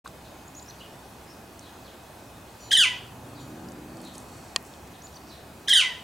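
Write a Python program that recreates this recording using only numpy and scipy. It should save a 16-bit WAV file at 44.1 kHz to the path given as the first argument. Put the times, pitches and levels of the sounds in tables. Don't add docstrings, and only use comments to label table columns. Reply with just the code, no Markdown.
import sys
import numpy as np
from scipy import signal
from scipy.fft import rfft, irfft
from scipy.io import wavfile
from scipy.ndimage import uniform_filter1d, map_coordinates

SR = 44100
rng = np.random.default_rng(int(sys.argv[2]) if len(sys.argv) > 2 else 0)


def wav_record(signal):
    frames = np.transpose(np.atleast_2d(signal))
    bounded = np.clip(frames, -1, 1)
    quanta = np.round(bounded * 32767).astype(np.int16)
    wavfile.write(sys.argv[1], SR, quanta)


def makeup_ratio(level_db):
    decades = np.asarray(level_db, float) / 20
    return 10 ** decades


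N = 266187
T = np.arange(N) / SR
# (frequency [Hz], likeness [0 to 1])
ALIKE = [(60, 0.99), (150, 1), (380, 0.897), (950, 0.78), (2380, 0.46), (5980, 0.696), (15000, 0.87)]


def unit(x):
    return x / np.sqrt(np.mean(x ** 2) + 1e-20)


def along(points, hz):
    f, v = np.transpose(points)
    return np.interp(np.log(hz + 1), np.log(f + 1), v)


def wobble(rate, count=N):
    knots = rng.standard_normal(int(count * rate / SR) + 4)
    return map_coordinates(knots, [np.arange(count) * rate / SR])


def glide(u, a, b, c):
    return a * (1 - u) * (1 - 2 * u) + 4 * b * u * (1 - u) + c * u * (2 * u - 1)


def rush(spectrum, alike, patchy_db):
    hz, _, z = signal.stft(rng.standard_normal((2, N)), SR, nperseg=2048)
    field = uniform_filter1d(rng.standard_normal(z.shape[1:]), size=12, axis=0)
    field = uniform_filter1d(field, size=4, axis=1)
    turn = np.arccos(np.clip(along(alike, hz), -1, 1)) / 2
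    colour = makeup_ratio(along(spectrum, hz)) * [np.cos(turn), np.sin(turn)]
    z = z * makeup_ratio(patchy_db * unit(field)) * colour[..., None]
    mid, side = signal.istft(z, nperseg=2048)[1][:, :N]
    return unit(np.array([mid + side, mid - side]))


def notes(fall, level_db, factor, stretch):
    # (length [s], start [Hz], middle [Hz], end [Hz], level over the call [dB])
    opening = [
        (.0065, 3030, 3118, 3148, -2),
        (.0165, 2010, 1622, 2232, -3.5),
        (.033, 1670, 1585, 1500, 1.5),
    ]
    lengths = [stretch * row[0] for row in opening]
    rows = []
    for k, (_, a, b, c, db) in enumerate(opening):
        start = fall[0][0] - sum(lengths[k:])
        rows.append((start, factor * a, factor * b, factor * c, level_db + db))
    for (s, hz, db), (_, end, _) in zip(fall, fall[1:] + fall[-1:]):
        rows.append((s, hz, (hz + end) / 2, end, db))
    return rows


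def woodpecker(rows, smear):
    # (frequency [Hz], width [Hz], level [dB])
    resonances = [(1884, 4300, -6), (3200, 1700, -1.5), (5080, 2100, -3.5), (6500, 2200, -3.5),
                  (9090, 890, 1.5), (10940, 700, -20.5), (12600, 1500, -20), (14600, 1500, -22)]
    # (fundamental [dB], third partial [dB], higher partials [dB], rasp [dB])
    voicing = [
        (-6.5, -40, -29, -42),
        (-1.5, -7, -14, -18),
        (-30, -25, -22, -27),
        (0, -12, -13, -32.5),
        (-8.5, -15.5, -7.5, -27),
        (-10.5, -12, -17, -19),
        (-15, -14, -15.5, -30),
        (-6, -4, -20.5, -26),
        (-4, -24.5, -29, -40),
    ]
    # (frequency [Hz], level per Hz [dB])
    air = [(1200, -36), (2500, -20), (5000, -9), (7700, 0.5), (9250, -3), (10600, -10), (13000, -13),
           (15500, -18)]

    def throat(hz):
        return np.sqrt(sum(makeup_ratio(2 * db) / (1 + (2 * (hz - f) / w) ** 2) ** 2 for f, w, db in resonances))

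    s, a, b, c, level_db = np.transpose(rows)
    t = T[round(s[0] * SR):round(s[-1] * SR)]
    count = len(t)
    i = np.clip(np.searchsorted(s, t, "right") - 1, 0, len(s) - 2)
    colour = np.transpose(voicing)[:, i].astype(float)
    first_db, third_db, high_db, rasp_db = uniform_filter1d(colour, size=90, axis=1)
    pitch = glide((t - s[i]) / np.diff(s)[i], a[i], b[i], c[i])
    phase = 2 * np.pi * np.cumsum(pitch * (1 + 0.005 * wobble(389.0, count=count))) / SR

    voice = np.zeros(count)
    second_db = np.where(i, 0, -14)
    for k, weight_db in enumerate([first_db, second_db, third_db] + [high_db] * 11, 1):
        flutter = (1.9 + min(k, 5) * 0.35) * wobble(230.4, count=count)
        fade = 2.8 * max(k - 6, 0)
        blur = max(k - 2, 0) * smear * wobble(600, count=count)
        strength = throat(k * pitch) * makeup_ratio(weight_db + flutter - fade) * (k * pitch < SR / 2.5)
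        voice += strength * np.sin(k * phase + blur)

    puffs = rng.standard_normal(count) * (1 + np.sin(phase))
    air_gain = makeup_ratio(along(air, np.fft.rfftfreq(count, 1 / SR)))
    rasp = unit(irfft(rfft(puffs) * air_gain, count))
    scoop_jump = np.exp(-((t - s[2] - .001) / 0.0084) ** 2)
    rasp_db = uniform_filter1d(rasp_db, size=700) + 11 * scoop_jump

    centres = np.r_[s[0], (s[:-1] + s[1:]) / 2, s[-1]]
    effort = makeup_ratio(np.interp(t, centres, np.r_[level_db[0] - 8, level_db]))
    breaks = 1 - 0.3 * np.exp(-((t[:, None] - s[1:4]) / 0.001) ** 2).sum(axis=1)
    edge = np.clip(np.minimum(t - s[0], s[-1] - t) / 0.00067, 0, 1)
    out = np.zeros(N)
    out[round(s[0] * SR):][:count] = (voice * breaks + makeup_ratio(rasp_db) * rasp) * effort * edge
    return out


def yard(x, wet_db, delay):
    # (frequency [Hz], time to fall 60 dB [s])
    decay = [(800, 0.63), (2000, 0.47), (3100, 0.5), (4500, 0.52), (8000, 0.34), (14000, 0.19)]
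    hz, t, z = signal.stft(rng.standard_normal((3, SR)), SR, nperseg=256)
    tail = signal.istft(z * makeup_ratio(-60 * t / along(decay, hz)[:, None]), SR, nperseg=256)[1]
    tail = tail[0] + 0.48 * tail[1:]
    tail *= 1 - np.exp(-np.arange(tail.shape[1]) / SR / delay)
    return makeup_ratio(wet_db) * signal.fftconvolve(x[None], tail / np.linalg.norm(tail[0]), axes=1)[:, :N]


def fences(x, turned, facing_db, walls_db, wet_db):
    # (delay [s], left level [dB], right level [dB])
    walls = [(.0055, -7, -14), (.0085, -20, -12), (0.0135, -12, -10.5), (0.0171, -14, -27),
             (0.0217, -10, -5.5), (0.036, -7, -7.5), (.047, -30, -13), (0.067, -37, -29)]
    dull = signal.sosfilt(signal.butter(1, 4500, fs=SR, output="sos"), x)
    echoes = sum(makeup_ratio([[left], [right]]) * np.roll(dull, round(s * SR)) for s, left, right in walls)
    direct = x + np.clip(turned, 0, 1) * (2 * dull - x)
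    return makeup_ratio(facing_db) * direct + makeup_ratio(walls_db) * echoes + yard(x, wet_db=wet_db, delay=0.0044)


def calls():
    # (time [s], pitch [Hz], level [dB])
    falls = [
        [(2.766, 1990, -17), (2.774, 1850, -14.5), (2.803, 1580, -14.5), (2.832, 1391, -15.5),
         (2.858, 1014, -34.5), (2.922, 981, -33.5), (2.94, 940, -47)],
        [(5.73, 2000, -15.5), (5.738, 1845, -19), (5.762, 1601, -14), (5.795, 1457, -20.5),
         (5.826, 1027, -30.5), (5.888, 992, -40.5), (5.93, 894, -40.5)],
    ]
    # (level [dB], pitch factor, length factor)
    opened = [
        (-14.5, .985, 1.03),
        (-17, 1.01, .97),
    ]
    first = woodpecker(notes(falls[0], *opened[0]), smear=.21)
    second = woodpecker(notes(falls[1], *opened[1]), smear=.44)
    first = fences(first, turned=0.12, facing_db=[[-.6], [.6]], walls_db=-1.0, wet_db=-9.5)
    second = fences(second, turned=0.076, facing_db=[[-.8], [.8]], walls_db=1.5, wet_db=-7)
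    return first + second


def feathers():
    # (time [s], half length [s], level [dB])
    rustle = [
        (4.049, .038, -57.5),
        (4.154, .018, -49.5),
        (4.208, 0.03, -53.5),
        (4.668, 0.013, -53.5),
    ]
    centre_hz = 8900
    edges = [0.61 * centre_hz, 1.155 * centre_hz]
    band = signal.butter(2, edges, "bandpass", fs=SR, output="sos")
    out = np.zeros(N)
    for s, half, db in rustle:
        grain = rng.standard_normal(N) * makeup_ratio(3.6 * wobble(300))
        out += makeup_ratio(db) * np.exp(-((T - s) / half) ** 2) * unit(signal.sosfilt(band, grain))
    return out


def chirps(strokes, burr, overtone_db, lean):
    out = np.zeros(N)
    for s, length, start, end, db in strokes:
        u = np.arange(round(length * SR)) / (length * SR)
        pitch = (start + (end - start) * u) * (1 + burr * wobble(905, count=len(u)))
        phase = 2 * np.pi * np.cumsum(pitch) / SR
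        swell = np.sin(np.pi * u ** lean) ** 0.4 * makeup_ratio(db + 24.0 * burr * wobble(200, count=len(u)))
        out[round(s * SR):][:len(u)] += swell * (np.sin(phase) + makeup_ratio(overtone_db) * np.sin(2 * phase))
    return out


def tweets():
    # (time [s], length [s], foot [Hz], top [Hz], level [dB])
    arches = [
        (0.547, 0.053, 5200, 7050, -42),
        (0.684, 0.027, 5550, 6110, -42.5),
        (5.017, .056, 5200, 7070, -44),
        (5.139, .036, 2940, 6020, -47.5),
    ]
    up_s, down_s, lands_hz, flick_db = .0085, .006, 3200, -0.5
    strokes = []
    for s, length, foot, top, db in arches:
        strokes.append((s, up_s, foot, top * .96, db + flick_db))
        strokes.append((s + up_s, length - up_s - down_s, top * 0.94, top, db))
        strokes.append((s + length - down_s, down_s, top, lands_hz, db + flick_db))
    return strokes


def small_birds():
    # (time [s], length [s], start [Hz], end [Hz], level [dB])
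    chips = [(0.476, 0.0098, 6500, 7150, -44.5), (.623, 0.0069, 7200, 7200, -40.5),
             (.658, .008, 5260, 5350, -48), (0.686, 0.022, 4150, 4280, -51),
             (0.679, 0.0065, 5840, 5330, -47), (.743, 0.0052, 5000, 3000, -51),
             (5.127, .0045, 5360, 6060, -48), (5.16, .013, 4420, 4600, -46.5)]
    # (time [s], length [s], start [Hz], end [Hz], level [dB])
    hoarse = [
        (.803, 0.029, 2945, 3020, -43.5),
        (.828, .044, 3300, 2740, -49),
    ]
    # (time [s], length [s], start [Hz], end [Hz], level [dB])
    distant = [(.24, 0.036, 4150, 3480, -57), (.78, 0.032, 4700, 4000, -55.5),
               (1.27, 0.065, 5200, 5400, -56.5), (1.61, 0.094, 4320, 3100, -53.5),
               (1.84, .06, 4800, 2800, -54), (2.62, 0.11, 4620, 3680, -55),
               (3.35, 0.064, 4570, 3220, -52.5), (4.03, 0.074, 4320, 3200, -49),
               (4.93, .038, 4000, 3490, -55), (5.27, .04, 5570, 5400, -57), (5.29, 0.069, 4660, 3290, -51)]
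    near = chirps(tweets() + chips, burr=0.023, overtone_db=-31, lean=2.2)
    near += chirps(hoarse, burr=0.0543, overtone_db=-23, lean=.8)
    far = chirps(distant, burr=0.074, overtone_db=-23.5, lean=0.89)
    near_yard = yard(near, wet_db=-9.0, delay=0.0049)
    return near + near_yard + makeup_ratio(-0.5) * far + yard(far, wet_db=-0.5, delay=0.0027)


def snap():
    # (time [s], peak [dB])
    snaps = [
        (4.5613, -6.5),
    ]
    # (frequency [Hz], level [dB], time to fall 60 dB [s])
    shell = [(1135, -7, 0.02), (1860, -10, 0.028), (2500, -14, 0.028), (2780, -15, 0.024), (3320, 8, 0.005),
             (4230, 1.5, 0.011), (4700, -1, 0.0116), (5450, -6, 0.011), (6285, -4.5, 0.011),
             (6860, -4, 0.0073), (7050, -21, 0.0118), (7110, -8.5, 0.01), (9300, -11, 0.0088),
             (630, -12.5, 0.011)]
    band = signal.butter(4, [350, 9700], "bandpass", fs=SR, output="sos")
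    out, t = np.zeros(N), np.arange(SR // 10) / SR
    for s, db in snaps:
        ring = sum(makeup_ratio(level - 60 * t / t60) * np.sin(2 * np.pi * hz * t) for hz, level, t60 in shell)
        crack = .5 * makeup_ratio(-60 * t / .008) * np.diff(rng.standard_normal(len(t) + 1))
        ring = signal.sosfilt(band, (ring + crack) * (1 - np.exp(-t / 0.00009)))
        out[round(s * SR):][:len(t)] += makeup_ratio(db) * ring / abs(ring).max()
    return out


def ticks():
    # (time [s], peak [dB], centre [Hz])
    taps = [(1.593, -34, 6500), (1.8222, -47, 5230), (3.6865, -38, 5770), (3.7199, -39, 6710),
            (3.9702, -40, 5900), (4.0033, -41, 4000), (4.0154, -41, 8500), (4.155, -38, 3760),
            (4.153, -42, 7090), (4.1808, -27, 7807), (4.6257, -42, 10600), (4.6507, -43, 7060),
            (4.7378, -39, 4170), (4.8745, -42, 7350)]
    # (time [s], peak [dB], centre [Hz], time to fall 60 dB [s])
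    knocks = [
        (0.059, -30, 1190, 0.028),
        (.067, -39, 3460, 0.0098),
        (0.074, -36.5, 1250, 0.0187),
        (.075, -35.5, 3730, 0.0098),
        (0.077, -36, 6860, 0.017),
    ]
    out, t = np.zeros(N), np.arange(SR // 20) / SR
    tap_t60 = 0.012
    for s, db, hz, t60 in [(*tap, tap_t60) for tap in taps] + knocks:
        band = signal.butter(3, [0.78 * hz, min(1.33 * hz, 16000)], "bandpass", fs=SR, output="sos")
        burst = signal.sosfilt(band, rng.standard_normal(len(t)) * makeup_ratio(-60 * t / t60))
        out[round(s * SR):][:len(t)] += makeup_ratio(db) * burst / abs(burst).max()
    return out


def lens():
    # (frequency [Hz], level per Hz [dB])
    gears = [(3000, -22), (4400, -7.5), (5000, -11), (5600, -4), (6500, -10), (8200, -4), (9500, -23),
             (13000, -29)]
    # (middle [s], half length [s], whine [dB])
    zooms = [
        (3.38, .1, -70),
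        (4.053, .15, -71),
        (4.4, 0.16, -62.5),
        (4.725, .07, -66),
    ]
    # (time [s], level [dB], time to fall 60 dB [s])
    focus = [
        (2.52, -67.5, 1.4),
        (2.6, -60, 0.56),
        (3.22, -76, 1.5),
        (3.4, -62.5, 0.41),
        (4.219, -76, 1.5),
    ]
    # (frequency [Hz], level [dB])
    barrel = [(4430, -4), (5860, 1), (7052, 8), (10170, -13)]

    def tone(hz, drift):
        return np.sin(2 * np.pi * np.cumsum(hz * (1 + drift * wobble(30))) / SR)

    zoom = makeup_ratio(4.8 * wobble(23)) * tone(4375, drift=0.0044)
    zoom = zoom + makeup_ratio(3.5) * rush(gears, [(5000, 0.82)], patchy_db=-0.5)
    runs = makeup_ratio(-81) + sum(makeup_ratio(db) * np.exp(-((T - s) / half) ** 4) for s, half, db in zooms)
    steps = np.zeros(N)
    for s, db, t60 in focus:
        steps += makeup_ratio(db - 60 * (T - s).clip(0) / t60) * np.clip((T - s) / .006, 0, 1)
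    ring = sum(makeup_ratio(db + 3.6 * wobble(18)) * tone(hz, drift=0.00314) for hz, db in barrel)
    drive = makeup_ratio(-64.5 + 1.3 * wobble(25)) * tone(2519, drift=0.00504)
    return runs * zoom + steps * ring + drive


def engine():
    # (multiple, level [dB], loudest at [s], spread [s])
    exhaust = [(4, -8, 3.1, .4), (5, -.7, 3.28, .68), (6, -10, 3.3, .4), (8, -9, 3.7, .4), (7, -1, 3.8, .4),
               (9, -1, 3.9, .42), (10, -8, 3.4, .25), (11, -2, 3.55, .38), (12, -3, 3.7, .45),
               (13, -5, 3.65, .25), (14, -4, 3.68, .25), (15, -11, 3.6, .3), (20, -9, 3.63, .12)]
    # (frequency [Hz], level per Hz [dB])
    roar_colour = [(120, -120), (180, -8), (300, 0), (420, -10), (600, -120)]
    base_hz = 24.9 + 3.45 * np.tanh((T - 3.3) / .8)
    phase = 2 * np.pi * np.cumsum(base_hz * (1 + .004 * wobble(8))) / SR
    out = makeup_ratio(-58) * np.exp(-((T - 3.55) / .45) ** 2) * rush(roar_colour, ALIKE, patchy_db=1.5)
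    for k, db, s, spread in exhaust:
        level = makeup_ratio(db - 47.5 + 1.7 * wobble(5.85)) * np.exp(-((T - s) / spread) ** 4)
        out += level * np.sin(k * phase + k * k)
    return out


def background():
    # (frequency [Hz], level per Hz [dB])
    traffic = [(15, -62.5), (25, -48.5), (48, -17), (69, -2), (205, -5), (381, -6.5), (447, -10), (738, -7),
               (816, -7.5), (1400, -18), (2360, -27), (2560, -26), (3000, -57), (3900, -56), (6600, -120)]
    # (frequency [Hz], level per Hz [dB])
    hiss = [(880, -6), (1500, -4), (2340, -9), (2530, -10), (2630, -7.5), (5240, -12), (6770, -12),
            (15800, -17.5)]
    # (frequency [Hz], level [dB])
    pump = (65, -59)
    tyres_db = 2.5 * np.exp(-((T - 3.85) / 1) ** 2)
    hum_db = -48 + tyres_db + 0.13 * wobble(3.38) + [[-.3], [.3]]
    hum = makeup_ratio(hum_db) * rush(traffic, ALIKE, patchy_db=0.94)
    hum = signal.sosfilt(signal.butter(2, 40, "highpass", fs=SR, output="sos"), hum)
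    pump_phase = 2 * np.pi * np.cumsum(pump[0] * (1 + .07 * wobble(15))) / SR
    drone = makeup_ratio(pump[1] + 3 * wobble(8)) * np.sin(pump_phase)
    return hum + drone + makeup_ratio(-52.5) * rush(hiss, ALIKE, patchy_db=1.58)


def scene():
    bird = calls() + feathers()
    camera = snap() + ticks() + lens()
    return bird + small_birds() + camera + engine() + background()


def band_limit(x):
    return signal.sosfilt(signal.butter(12, 16440, fs=SR, output="sos"), x)


def record(dry):
    mid, side = (dry[0] + dry[1]) / 2, (dry[0] - dry[1]) / 2
    side = signal.sosfilt(signal.butter(1, 9000, fs=SR, output="sos"), side)
    top = np.fft.rfftfreq(N, 1 / SR) < 15900
    wet = irfft(rfft([mid + side, mid - side]) * top, N)
    fade_in = np.clip((T - .04) / 0.0089, 0, 1) ** 2
    return band_limit(wet * fade_in)


dry = scene()
out = record(dry)
wav_record(out)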